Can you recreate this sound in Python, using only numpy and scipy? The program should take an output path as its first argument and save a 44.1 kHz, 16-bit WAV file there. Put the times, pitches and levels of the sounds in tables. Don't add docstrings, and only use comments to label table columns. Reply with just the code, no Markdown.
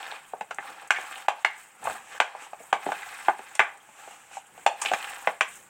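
import sys
import numpy as np
from scipy import signal
from scipy.fft import rfft, irfft, next_fast_len
from scipy.io import wavfile
from scipy.ndimage import uniform_filter1d, minimum_filter1d, map_coordinates

SR = 44100
rng = np.random.default_rng(int(sys.argv[2]) if len(sys.argv) > 2 else 0)


def dump(signal):
    limited = np.clip(np.atleast_2d(signal).T, -1, 1)
    pcm = np.round(limited * 32767).astype(np.int16)
    wavfile.write(sys.argv[1], SR, pcm)


N = 250929


def from_db(db):
    return 10 ** (np.asarray(db) / 20)


def rms_one(x):
    return x / np.sqrt(np.mean(x ** 2) + 1e-20)


def add(track, start_s, sound):
    i = max(0, int(start_s * SR))
    track[i:i + len(sound)] += sound[:N - i]


def butter(x, hz, kind, order=2):
    return signal.sosfilt(signal.butter(order, hz, kind, fs=SR, output="sos"), x)


def drift(per_s):
    knots = rng.standard_normal(4000)
    return rms_one(np.interp(np.arange(N) * per_s / SR, np.arange(len(knots)), knots))


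def dying_noise(t60):
    t = np.arange(SR // 2) / SR
    tail = rng.standard_normal(len(t)) * from_db(-60 * t / t60)
    return tail / np.linalg.norm(tail)


def coloured(x, spectrum):
    size = next_fast_len(N + 4096, real=True)
    hz, db = np.transpose(spectrum)
    gain_db = np.interp(np.log(np.fft.rfftfreq(size, 1 / SR) + 1), np.log(hz), db)
    cepstrum = irfft(np.log(from_db(gain_db)), size)
    response = np.exp(rfft(2 * cepstrum[:size // 2], size))
    return rms_one(irfft(rfft(x, size) * response, size)[:N])


def reverb(sound, bowl_db, bowl_t60, room_db, room_t60, delay_s):
    tail = from_db(bowl_db) * dying_noise(bowl_t60) + from_db(room_db) * dying_noise(room_t60)
    response = np.concatenate([[1], np.zeros(int(delay_s * SR)), tail])
    return signal.fftconvolve(sound, response)


def strokes(starts, holds, levels_db, rest_db):
    grip_db_per_s, let_go_db_per_s = 280, 154
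    t = np.arange(N) / SR
    power = from_db(rest_db) ** 2
    for start, hold, db in zip(starts, holds, levels_db):
        slack_db = np.maximum(grip_db_per_s * (start - t), let_go_db_per_s * (t - start - hold))
        power = power + from_db(db - np.clip(slack_db, 0, 100)) ** 2
    return 10 * np.log10(power)


def squeezing():
    # (start [s], hold [s], crunch [dB], paste relative to crunch [dB], wetness relative to crunch [dB])
    squeezes = [(0, .14, -42.5, -2.5, -12), (0.246, 0.077, -61.5, -8, 2), (0.639, 0.078, -45.5, 0.5, -10),
                (0.791, 0.035, -48, 1, -15), (0.958, 0.061, -37, 0, -7), (1.052, 0.16, -44, -4, -7.5),
                (1.358, 0.23, -50, -12, -6), (1.6, 0.011, -56, -7, 4), (1.859, 0.068, -41, 2.5, -5),
                (2.122, 0.17, -45, -1.5, -11), (2.362, 0.081, -48.5, 0, -14),
                (2.602, 0.078, -56.5, 1.5, 1.5), (2.835, 0.45, -43, -5.5, -8),
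                (3.392, 0.24, -50.5, -4.5, -7), (3.736, 0.016, -59.5, 5.5, -6),
                (3.996, 0.14, -53, 0.5, -5.5), (4.331, 0.01, -52, 0.5, -10), (4.575, 0.083, -57.5, -3, 1.5),
                (4.816, 0.3, -41, -3.5, -6.5), (5.129, 0.17, -46.5, -2.5, -4), (5.487, 0.1, -56.5, -4.5, 6)]
    start, hold, crunch_db, paste_db, wet_db = np.transpose(squeezes)
    return (strokes(start, hold, crunch_db + paste_db, rest_db=-62),
            strokes(start, hold, crunch_db, rest_db=-61),
            strokes(start, hold, crunch_db + wet_db, rest_db=-62))


def shifting(x, depth_db, per_s, per_octave):
    hz, times, frames = signal.stft(x, SR, nperseg=256)
    grid = np.meshgrid(per_octave * np.log2(1 + hz / 100), per_s * times, indexing="ij")
    patches = map_coordinates(rng.standard_normal((64, 1024)), grid, order=1, mode="wrap")
    return rms_one(signal.istft(frames * from_db(depth_db * patches), SR)[1][:N])


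def grains(spectrum, envelope_db, base_per_s, rustle_db):
    press_db = envelope_db - np.median(envelope_db)
    rate = base_per_s * from_db(.3 * press_db + 4 * drift(45))
    sizes = from_db(4.5 * np.minimum(rng.exponential(1, N), 4.5)) * rng.choice([-1, 1], N)
    clicks = sizes * (rng.random(N) < rate / SR)
    clicks = reverb(clicks, bowl_db=0, bowl_t60=.025, room_db=-7, room_t60=.3, delay_s=.001)[:N]
    texture = rms_one(clicks) + from_db(rustle_db - .5 * press_db) * rng.standard_normal(N)
    texture /= np.sqrt(uniform_filter1d(texture ** 2, size=3000) + 1e-9)
    texture = shifting(texture, depth_db=2.2, per_s=60, per_octave=4)
    return from_db(envelope_db) * coloured(texture, spectrum)


def kneading(squelch_db, crunch_db, fizz_db):
    # (frequency [Hz], relative level [dB])
    squelch_eq = [(100, -56.5), (300, -17), (500, -14), (680, -4.5), (830, 0.5), (1020, -5), (1300, -5.5),
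                  (1700, -24), (2600, -37), (5000, -50)]
    crunch_eq = [(500, -31.5), (1000, -5.5), (1500, 2), (1900, -0.5), (2500, -1), (3200, -7), (4200, -15.5),
                 (6000, -18), (12000, -66)]
    fizz_eq = [(1500, -8), (4000, -51), (5300, -14), (7000, 3), (8200, 7.5), (9800, -5), (11300, -4.5),
               (12700, -11), (15500, -7)]
    squelch = grains(squelch_eq, squelch_db, base_per_s=450, rustle_db=-5)
    crunch = grains(crunch_eq, crunch_db, base_per_s=900, rustle_db=0)
    fizz = grains(fizz_eq, fizz_db, base_per_s=1400, rustle_db=-1)
    return squelch + crunch + fizz


def air_pops(squelch_db, per_s, gain_db, t60):
    track, t = np.zeros(N), np.arange(SR // 20) / SR
    for when, pitch, softness in rng.random((int(per_s * N / SR), 3)):
        hz = 650 * 5 ** pitch
        pop = np.sin(2 * np.pi * hz * t) * from_db(-60 * t / t60) * (1 - np.exp(-t * hz))
        add(track, when * N / SR, pop * from_db(squelch_db[int(when * N)] + gain_db - 2.9 * softness))
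    return reverb(track, bowl_db=-10, bowl_t60=.06, room_db=4, room_t60=.12, delay_s=.00307)[:N]


def stalk_snaps(gain_db):
    # (time [s], relative peak [dB], pitch [Hz], t60 [s])
    snaps = [(.029, -30, 2900, 0.01), (.115, -29, 3460, 0.012), (.546, -34, 7560, 0.007),
             (0.874, -43.5, 7550, .028), (0.946, -14.5, 1820, 0.04), (.961, -17, 2050, 0.069),
             (1.012, -32, 7440, .01), (1.157, -30.5, 2800, 0.015), (1.84, -32.5, 8300, 0.049),
             (3.031, -30, 1720, .012), (3.552, -29.5, 7240, .022), (3.774, -47, 7460, .013),
             (4.467, -49.5, 8100, .06), (4.816, -23, 7140, 0.068), (4.858, -20, 2700, 0.038),
             (4.884, -25.5, 2640, 0.048), (5.027, -32, 2900, 0.015), (5.044, -26, 2740, 0.0058)]
    track = np.zeros(N)
    for start, peak_db, hz, t60 in snaps:
        crack = butter(dying_noise(t60), [hz / 1.2, hz * 1.2], "band")
        crack *= from_db(peak_db + gain_db) / np.abs(crack).max()
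        crack = reverb(crack, bowl_db=-7, bowl_t60=.012, room_db=-5.5, room_t60=.23, delay_s=.002)
        add(track, start, crack)
    return track


def bowl_hits(hits, gain_db, uneven_db, hollow_db, hollow_t60, splash_db, splash_t60,
              contact_s, swell_cycles, low_cut_hz, space):
    # (frequency [Hz], relative level [dB], t60 [s])
    bowl_modes = [(188, -2.5, 0.038), (286, -2, 0.034), (400, -1.5, 0.038), (491, 4.5, 0.018),
                  (682, 5, 0.016), (848, 9, 0.021), (998, 8, 0.0067), (1208, 9, 0.01), (1321, -7.5, 0.055),
                  (1494, 9.5, 0.0097), (1725, -4, 0.02), (2059, 8.5, 0.0094), (2220, 2, 0.03),
                  (2334, 4, 0.025), (2702, -4.5, 0.028), (2883, -2, 0.014), (3150, 6.5, 0.0041),
                  (3866, -4.5, 0.016)]
    # (frequency [Hz], relative level [dB])
    splash_eq = [(1000, -24), (2500, 21), (4000, 5), (5200, 1), (7200, 5), (8600, 2), (10000, -14.5),
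                 (11500, -9), (13000, -20), (15500, -21)]
    rings, splashes, t = np.zeros(N), np.zeros(N), np.arange(SR // 10) / SR
    attack = 1 - np.exp(-t / contact_s)
    for start, hollow_hz, hit_db, slope_below, slope_above, wet_db in hits:
        hz, mode_db, t60 = np.transpose(bowl_modes + [(hollow_hz, hollow_db, hollow_t60)])
        t60 = np.minimum(t60, 26 / hz)
        octaves = np.log2(hz / hollow_hz)
        slope = np.where(octaves < 0, slope_below, slope_above)
        rolloff_db = slope * np.maximum(np.abs(octaves) - .1, 0)
        cushion_db = 16.5 * np.maximum(np.log2(hz / 2540), 0)
        strength = from_db(gain_db + hit_db + mode_db - rolloff_db - cushion_db)
        strength[:-1] *= from_db(uneven_db * (2 * rng.random(len(bowl_modes)) - 1))
        modes = np.sin(2 * np.pi * hz[:, None] * t) * from_db(-60 * t / t60[:, None])
        modes *= 1 - np.exp(-t * hz[:, None] / swell_cycles)
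        polarity = (-1) ** np.arange(len(hz))
        ring = attack * ((strength * polarity) @ modes)
        splash = from_db(gain_db + splash_db + wet_db) * attack ** 2 * dying_noise(splash_t60)[:len(t)]
        add(rings, start, reverb(ring, **space, delay_s=.004))
        add(splashes, start, reverb(splash, **space, delay_s=.0054))
    return butter(rings, low_cut_hz, "high") + np.std(splashes) * coloured(splashes, splash_eq)


def lump_plops():
    # (time [s], hollow pitch [Hz], relative level [dB], roll-off below the pitch [dB/octave],
    # roll-off above it [dB/octave], relative splash [dB])
    plops = [(.121, 760, -38.5, 12, 18, -57), (.3345, 738, -26.5, 15, 19, -64),
             (.4095, 734, -32.5, 8.6, 2.2, -40), (.5085, 767, -30, 21, 8, -39),
             (.5112, 1310, -28, 21, 14, -43), (.585, 1610, -28, 7.4, 11, -61),
             (.626, 1510, -35.5, 15, 9, -70), (.83, 733, -43, 11, 13, -65),
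             (.984, 724, -26, 11.4, 2.6, -56), (1.854, 850, -27, 23, 25, -48),
             (1.872, 820, -17, 43, 16, -49), (1.898, 730, -30, 12, 4.2, -41.5),
             (2.349, 860, -27, 18, 30, -58), (2.532, 748, -32.5, 46, 14, -48.5),
             (2.603, 650, -46.5, 1.7, 15, -61), (2.864, 645, -26, 3, 9.9, -63),
             (2.888, 750, -26, 6.6, 13, -50), (2.9188, 876, -17.5, 16, 14, -35.5),
             (3.391, 770, -38.5, 4.6, 4.4, -50), (3.553, 830, -39.5, 21, 2.4, -41),
             (3.888, 830, -47, 6.1, 10, -60.5), (4.075, 810, -42, 7.9, 11, -60),
             (4.369, 737, -35.5, 33, 9.9, -48), (4.577, 720, -42.5, 19, 9.5, -53),
             (4.818, 930, -25.5, 20, 8, -35), (4.85, 786, -29, 23, 5.6, -31.5),
             (4.86, 2830, -21, 8.1, 8, -26.5), (4.9152, 732, -17, 18.6, 20, -34),
             (4.9353, 1650, -21.5, 5.5, 11, -24.5)]
    return bowl_hits(plops, gain_db=1, uneven_db=6.5, hollow_db=1.5, hollow_t60=.048,
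                     splash_db=22.5, splash_t60=.026, contact_s=.0003, swell_cycles=.75, low_cut_hz=39,
                     space=dict(bowl_db=-4.5, bowl_t60=.086, room_db=-15, room_t60=.42))


def hand_rubs():
    # (start [s], hold [s], level [dB])
    rubs = [(0.494, 0.23, -69), (1.847, 0.045, -52), (4.517, 0.13, -65.5), (5.46, 0.18, -66)]
    # (frequency [Hz], relative level [dB])
    rumble_eq = [(25, -39), (60, -19.5), (110, -1), (190, 0.5), (270, -1.5), (500, 0.5), (2000, -48)]
    envelope = from_db(strokes(*np.transpose(rubs), rest_db=-71))
    return butter(envelope * coloured(rng.standard_normal(N), rumble_eq), 45, "high")


def floor_knocks():
    # (time [s], hollow pitch [Hz], relative level [dB], roll-off below the pitch [dB/octave],
    # roll-off above it [dB/octave], relative splash [dB])
    knocks = [(.9055, 1650, -10, 16, 7, -21.5), (1.283, 810, -13, 25, 6, -28.5),
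              (1.4472, 1850, -11, 13, 0, -29), (2.201, 900, -12.5, 19, -3, -24),
              (2.7275, 850, -26, 9.5, -1, -39), (3.2833, 1126, -23.5, 10, 8, -56),
              (3.5935, 1800, -12.5, 13, 6, -32), (3.6012, 1600, -13, 14, 5, -44),
              (4.663, 704, -18, 22, 6, -29.5), (5.2725, 860, -25.5, 12, 1, -49),
              (5.4088, 1600, -20.5, 13, -3, -32.5)]
    return bowl_hits(knocks, gain_db=12.5, uneven_db=4.5, hollow_db=-13.5, hollow_t60=.02,
                     splash_db=27.5, splash_t60=.023, contact_s=.00074, swell_cycles=.25, low_cut_hz=155,
                     space=dict(bowl_db=-5.5, bowl_t60=.099, room_db=-11, room_t60=.26))


def leaf_swishes():
    # (centre time [s], half length [s], level [dB])
    swishes = [(2.15, 0.11, -52), (2.436, 0.026, -49), (4.09, 0.15, -55), (4.36, 0.028, -48),
               (5.542, 0.026, -53)]
    # (frequency [Hz], relative level [dB])
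    swish_eq = [(300, -6), (800, 1), (1300, -2), (2800, 12), (4500, -9), (6200, 4.5), (8000, 10),
                (9800, -7), (11400, -6), (13000, -16), (15500, -27)]
    t = np.arange(N) / SR
    envelope = sum(from_db(db) * np.exp(-.5 * ((t - centre) / half) ** 2) for centre, half, db in swishes)
    return envelope * coloured(rng.standard_normal(N), swish_eq)


def scene():
    squelch_db, crunch_db, fizz_db = squeezing()
    knocks = floor_knocks()
    middle = knocks + lump_plops() + air_pops(squelch_db, per_s=22, gain_db=12, t60=.012)
    middle += stalk_snaps(gain_db=2.5) + kneading(squelch_db, crunch_db, fizz_db)
    middle += hand_rubs() + leaf_swishes()
    high_fizz = rms_one(butter(rng.standard_normal(N), [10500, 16000], "band", order=3))
    side = from_db(fizz_db - 16.5) * high_fizz
    add(side, .0015, from_db(-10) * butter(knocks, [5300, 8000], "band", order=8))
    return np.array([middle + side, middle - side])


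def limiter(x, ceiling_db, release_db_per_s, lookahead_s):
    over_db = np.maximum(20 * np.log10(np.abs(x).max(axis=0) + 1e-9) - ceiling_db, 0)
    ramp = release_db_per_s * np.arange(N) / SR
    held_db = np.maximum.accumulate(over_db + ramp) - ramp
    reach = int(lookahead_s * SR)
    gain_db = minimum_filter1d(-held_db, 2 * reach)
    return x * from_db(uniform_filter1d(gain_db, reach // 2))


def record(dry):
    limited = limiter(dry, ceiling_db=-4, release_db_per_s=67.5, lookahead_s=.016)
    return signal.sosfilt(signal.ellip(10, .1, 80, 16000, fs=SR, output="sos"), limited)


dry = scene()
out = record(dry)
dump(out)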